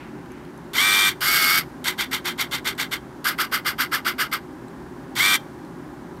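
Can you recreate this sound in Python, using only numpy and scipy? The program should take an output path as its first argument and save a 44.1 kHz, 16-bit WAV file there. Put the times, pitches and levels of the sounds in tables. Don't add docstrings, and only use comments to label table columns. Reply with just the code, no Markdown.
import sys
import numpy as np
from scipy import signal
from scipy.fft import rfft, irfft
from scipy.io import wavfile
from scipy.ndimage import uniform_filter1d

SR = 44100
rng = np.random.default_rng(int(sys.argv[2]) if len(sys.argv) > 2 else 0)


def bounce(signal):
    frames = np.transpose(np.atleast_2d(signal))
    limited = np.clip(frames, -1, 1)
    pcm = np.round(limited * 32767).astype(np.int16)
    wavfile.write(sys.argv[1], SR, pcm)


def volts(x):
    e = np.asarray(x, float) / 20
    return 10 ** e


N = 273420
T = np.arange(N) / SR


def unit(x):
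    return x / np.sqrt(np.mean(x ** 2))


def walk(rate):
    hold = int(SR / rate)
    steps = np.repeat(rng.standard_normal(N // hold + 1), hold)
    smooth = uniform_filter1d(uniform_filter1d(steps, hold), hold)
    return unit(smooth[:N])


def response(hz, broad, modes, broad_db, notches=()):
    points = np.array(broad)
    broad_gain_db = np.interp(np.log(hz + 1), np.log(points[:, 0]), points[:, 1])
    power = volts(2 * (broad_db + broad_gain_db))
    for centre, width, db in modes:
        power = power + volts(2 * db) / (1 + (2 * (hz - centre) / width) ** 2) ** 1.655
    dips_db = sum(db / (1 + (2 * (hz - centre) / width) ** 2) for centre, width, db in notches)
    return np.sqrt(power) * volts(dips_db)


def colour(x, *shape):
    size = 16384
    gain = response(np.fft.rfftfreq(size, 1 / SR), *shape)
    cepstrum = irfft(np.log(gain))
    cepstrum[1:size // 2] *= 2
    taps = irfft(np.exp(rfft(cepstrum[:size // 2], size)))[:size // 2]
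    return signal.fftconvolve(x, taps)[:N]


# frequency in Hz, level in dB per Hz.
HUM_COLOUR = [(260, -47), (450, -4.5), (546, 0), (705, -4.5), (806, 2.5), (882, -0.5), (979, 0.5),
              (1220, -5), (1650, -6), (2510, -19.5), (9070, -28.5), (15100, -33), (16000, -44)]
# frequency in Hz, width in Hz, level in dB.
ROOM_MODES = [(57, 14, 6.5), (75, 24, 4.9), (128.8, 18.4, 11.7), (145, 13, 11.1), (170.8, 17, 14),
              (218.6, 20.7, 12.8), (259.6, 29, 15.2), (301.8, 19.5, 15.1), (355.3, 41.6, 14.8),
              (397, 11, 12.2), (9000, 40, -21)]


def ventilation():
    air = unit(colour(rng.standard_normal(N), HUM_COLOUR, ROOM_MODES, 0.1))
    level_db = -38 + walk(1.766) / 2
    return air * volts(level_db)


# start in seconds, level in dB, settling time in seconds.
HAND_MOVES = [
    (0, -48, .11),
    (.3, -62, .25),
]


def hand_rustle():
    band = signal.butter(2, [1200, 2500], "band", fs=SR, output="sos")
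    rub = unit(signal.sosfilt(band, rng.standard_normal(N)))
    moving = np.full(N, volts(-66))
    for start, db, settle in HAND_MOVES:
        moving += volts(db) * (T >= start) * np.exp(-abs(T - start) / settle)
    return rub * moving * volts(2.0 * walk(12))


# start in seconds, level in dB, first ring in Hz, second ring in Hz, level
# of the second ring against the first in dB.
CREAKS = [
    (0.26, -50, 3000, 1550, 14),
    (.3188, -47, 6300, 11000, 0),
    (.451, -48, 3200, 4300, -3),
    (.5767, -49.5, 6300, 11000, 3),
    (2.752, -47, 4000, 7900, -1),
    (4.683, -49, 4000, 7900, -1),
    (5.65, -49, 4200, 3000, -6),
    (6.172, -50, 4200, 3000, -1),
]


def body_creaks():
    t = np.arange(900) / SR
    out = np.zeros(N + len(t))
    for start, db, low_hz, high_hz, high_db in CREAKS:
        rings = np.sin(2 * np.pi * low_hz * t) + volts(high_db) * np.sin(2 * np.pi * high_hz * t)
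        tick = 0.8 * rng.standard_normal(len(t)) * np.exp(-t / 0.0012)
        out[int(start * SR):][:len(t)] += volts(db) * (rings * np.exp(-t / 0.003) + tick)
    return out[:N]


def train(second, head_start, db, first_jolt_db, jolt_db):
    nudges, every_s = 9, 0.1335
    beats = second + every_s * np.arange(-1, nudges - 1)
    first = (beats[0] - head_start, 0.045, 0.07, db - 1.1, first_jolt_db)
    middle = [(start, 0.0365, 0.07, db, jolt_db) for start in beats[1:-1]]
    last = (beats[-1], 0.024, 0.06, db + 0.6, jolt_db + 1.5)
    return [first] + middle + [last]


def motion(moves, spin_up_s, nudge_db):
    brake_s, coast_s = 0.004, 0.03
    speed, loud, load, contact, jolt = np.zeros((5, N))
    for start, on, coast, db, jolt_db in moves:
        span = slice(int(start * SR), int((start + on + coast) * SR))
        t = T[span] - T[span][0]
        off = np.maximum(t - on, 0)
        spin_up = 1 - np.exp(-np.minimum(t, on) / spin_up_s)
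        speed[span] = spin_up * np.clip(1 - off / coast, 0, 1) ** 0.9
        load[span] = 0.25 + 0.74 * np.exp(-off / 0.024)
        if on > 0.1:
            contact[span] = np.exp(-off / brake_s)
        else:
            contact[span] = volts(nudge_db) * np.exp(-off / coast_s)
        loud[span] = volts(db)
        jolt[span] = volts(jolt_db) * np.exp(-t / 0.023)
    return speed, loud, load, contact, jolt


PINION, WHEEL = 12, 13


def whine(teeth, hz, full_hz, levels, path):
    orders = np.r_[np.arange(1, 8), np.arange(8, 22) / WHEEL]
    on = hz > 0
    speed = hz[on] / full_hz
    pinion = 2 * np.pi * teeth[on] / PINION
    throb = volts(2.16 * np.cos(pinion) + 1.25 * np.cos(2 * pinion + 1))
    shake_db = 1.5 + 8 * (1 - speed)
    path_hz, path_db = np.transpose(path)
    tone = np.zeros(N)
    for k, (order, db) in enumerate(zip(orders, np.concatenate(levels))):
        swell = speed ** 3
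        if k in (1, 2):
            full_db = np.interp(order * full_hz, path_hz, path_db)
            swell = volts(np.interp(order * hz[on], path_hz, path_db) - full_db)
        level = volts(db - shake_db * abs(walk(70)[on]))
        if k < len(levels[0]):
            level = level * throb ** min(order - 1.2, 1.5)
        partial = np.cos(2 * np.pi * (order * teeth[on] + rng.random()))
        tone[on] += np.sqrt(2) * level * swell * partial
    return tone


def turn_pattern(turns, count):
    return unit(rng.standard_normal(count))[(turns % 1 * count).astype(int)]


def clatter(turns):
    flaws = rng.standard_normal(192)
    return np.interp(turns % 1, np.linspace(0, 1, len(flaws)), flaws)


def gear_knocks(teeth):
    wheel, pinion = teeth / WHEEL, teeth / PINION
    uneven_db = 0.5 * turn_pattern(wheel, count=WHEEL) + 1.4 * turn_pattern(pinion, count=PINION)
    knocks_db = 2.1 * np.minimum(rng.standard_exponential(N), 5)
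    grains = unit(rng.standard_normal(N) * volts(uneven_db + knocks_db + 1.35 * walk(150)))
    return grains + 0.42 * clatter(wheel) + 0.35 * clatter(pinion)


def rattle(grains, speed, loud, load, jolt, shape, low_db, low_law, high_db):
    scale = np.std(colour(grains, *shape))
    low_drive = loud * load ** 0.73 * speed ** low_law + jolt
    high_drive = loud * load * speed ** 1.76 + 2.2 * jolt
    lows = colour(grains * low_drive, *shape) / scale
    highs = colour(grains * high_drive, *shape) / scale
    split = signal.butter(2, 4000, fs=SR, output="sos")
    rumble = signal.sosfiltfilt(split, lows)
    hiss = highs - signal.sosfiltfilt(split, highs)
    return volts(low_db) * rumble + volts(high_db) * hiss


# frequency in Hz, width in Hz, depth in dB.
NOTCHES = [(1712, 135, -6.5), (2590, 220, -2.5), (3314, 127, -4.5), (4000, 320, -2.5), (5150, 230, -4.5),
           (6360, 560, -5.5), (7620, 520, -6.5), (9200, 550, -3.5), (11040, 200, -1), (13800, 200, -5)]
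# frequency in Hz, width in Hz, level in dB.
RIDGES = [(4640, 430, -16.5), (14370, 830, -25)]


def motor(moves, mesh, levels, body, broad, path, spin_up_s, nudge_db, low_db, low_law, high_db):
    speed, loud, load, contact, jolt = motion(moves, spin_up_s, nudge_db)
    full_hz = np.interp(T, *np.transpose(mesh))
    hz = full_hz * speed * (1 + 0.0028 * walk(60))
    teeth = np.cumsum(hz) / SR
    tone = whine(teeth, hz, mesh[0][1], levels, path) * contact
    shape = (broad, body + RIDGES, -6, NOTCHES)
    return tone + rattle(gear_knocks(teeth), speed, loud, load, jolt, shape, low_db, low_law, high_db)


# start in seconds, power on in seconds, coasting in seconds, level in dB,
# jolt of the gear slack in dB.
OUT_RUNS = [
    (.7335, .357, .058, -22.7, -38.5),
    (5.153, .204, 0.03, -22.7, -39.5),
]
# second nudge in seconds, head start of the first in seconds, level in dB,
# first jolt in dB, later jolts in dB.
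OUT_TRAIN = (1.9768, .001, -20.8, -37, -48)
# time in seconds, rate in Hz.
OUT_MESH = [(.7, 1174), (1.0, 1179), (1.1, 1179), (5.1, 1184), (5.4, 1180)]
OUT_WHINE = [-37.5, -20.5, -26.5, -44, -36.5, -46, -34.5], [-46, -52, -44, -50, -42.5, -63, -35, -43, -39,
             -33, -37.5, -50, -41, -35.5]
# frequency in Hz, width in Hz, level in dB.
OUT_BODY = [(1634, 145, -3.5), (1920, 25, -19.5), (2057, 102, -5), (2690, 34, -13.5), (2840, 43, -41.5),
            (3180, 34, -2), (3500, 130, -9), (4550, 85, -14.5), (5570, 140, -14.5), (6900, 58, -21),
            (8160, 154, -16.5), (9330, 62, -19), (10360, 120, -16), (11000, 81, -16.5), (11880, 150, -16),
            (12900, 520, -15.5)]
# frequency in Hz, level in dB per Hz.
OUT_BROAD = [(240, -47), (400, -13), (684, -23), (848, -11), (1570, -2), (1740, -6), (2130, 1.5),
             (2520, -9.5), (3470, -1), (5170, -12), (8190, -11.5), (9410, -19), (12800, -17), (15600, -25)]
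# frequency in Hz, gain in dB.
OUT_PATH = [(900, -30), (1800, -16), (1930, -7), (2085, 5), (2250, 2), (2360, 0), (2700, -16), (2950, -9),
            (3140, 6), (3300, 2), (3540, 0)]


def lens_out():
    return motor(OUT_RUNS + train(*OUT_TRAIN), OUT_MESH, OUT_WHINE, OUT_BODY, OUT_BROAD, OUT_PATH,
                 spin_up_s=0.0236, nudge_db=-2, low_db=-1.13, low_law=0.92, high_db=4.2)


# start in seconds, power on in seconds, coasting in seconds, level in dB,
# jolt of the gear slack in dB.
BACK_RUNS = [
    (1.2066, 0.38, .058, -21.2, -35.5),
]
# second nudge in seconds, head start of the first in seconds, level in dB,
# first jolt in dB, later jolts in dB.
BACK_TRAIN = (3.3797, .003, -20.3, -37, -50)
# time in seconds, rate in Hz.
BACK_MESH = [(1.2, 1109), (1.36, 1112), (1.43, 1095), (1.49, 1085), (1.539, 1106), (1.58, 1115),
             (3.201, 1108)]
BACK_WHINE = [-37.5, -22, -40.5, -43, -43, -54, -44], [-45.5, -63, -44.5, -64, -50, -60, -46, -33.5, -35.5,
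              -47, -32.5, -34.5, -56, -37]
# frequency in Hz, width in Hz, level in dB.
BACK_BODY = [(1603, 60, -6), (2075, 200, -6), (2866, 78, -10.5), (3130, 98, -11.5), (3320, 270, -12),
             (4530, 75, -16.5), (4900, 330, -17), (5230, 120, -15), (7100, 230, -22), (8280, 710, -20.5),
             (10320, 130, -21.5), (10800, 40, -20), (11340, 130, -22.5), (11820, 190, -17.5),
             (12820, 640, -15.5)]
# frequency in Hz, level in dB per Hz.
BACK_BROAD = [(240, -45), (400, -18.5), (432, -13), (473, -23), (988, -19), (1190, -3), (1590, 0),
              (1800, -7.5), (2060, -6.5), (2600, -10), (4940, -12), (7590, -22.5), (12800, -21.5),
              (15600, -28)]
# frequency in Hz, gain in dB.
BACK_PATH = [(900, -22), (1120, -5), (1300, -1), (1560, 2), (1720, -1), (1880, -12), (2000, -3), (2100, 2),
             (2230, -1), (2600, -8)]


def lens_back():
    return motor(BACK_RUNS + train(*BACK_TRAIN), BACK_MESH, BACK_WHINE, BACK_BODY, BACK_BROAD, BACK_PATH,
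                 spin_up_s=0.0208, nudge_db=1.5, low_db=-3, low_law=0.68, high_db=5.2)


def room_tail(sound):
    t = np.arange(SR // 2) / SR
    tail = rng.standard_normal(len(t)) * np.exp(-np.log(1000) * t / 0.34)
    return signal.fftconvolve(sound, tail / np.sqrt(np.sum(tail ** 2)))[:N]


def scene():
    background = ventilation() + hand_rustle() + body_creaks()
    lens = lens_out() + lens_back()
    return (background + lens + volts(-26.5) * room_tail(lens))[None]


def band_limit(x):
    return signal.sosfilt(signal.butter(12, 16470, fs=SR, output="sos"), x)


def record(dry):
    top_cut = signal.ellip(16, 0.3, 90, 15750, fs=SR, output="sos")
    mix = signal.sosfilt(top_cut, dry)
    return band_limit(mix)


dry = scene()
out = record(dry)
bounce(out)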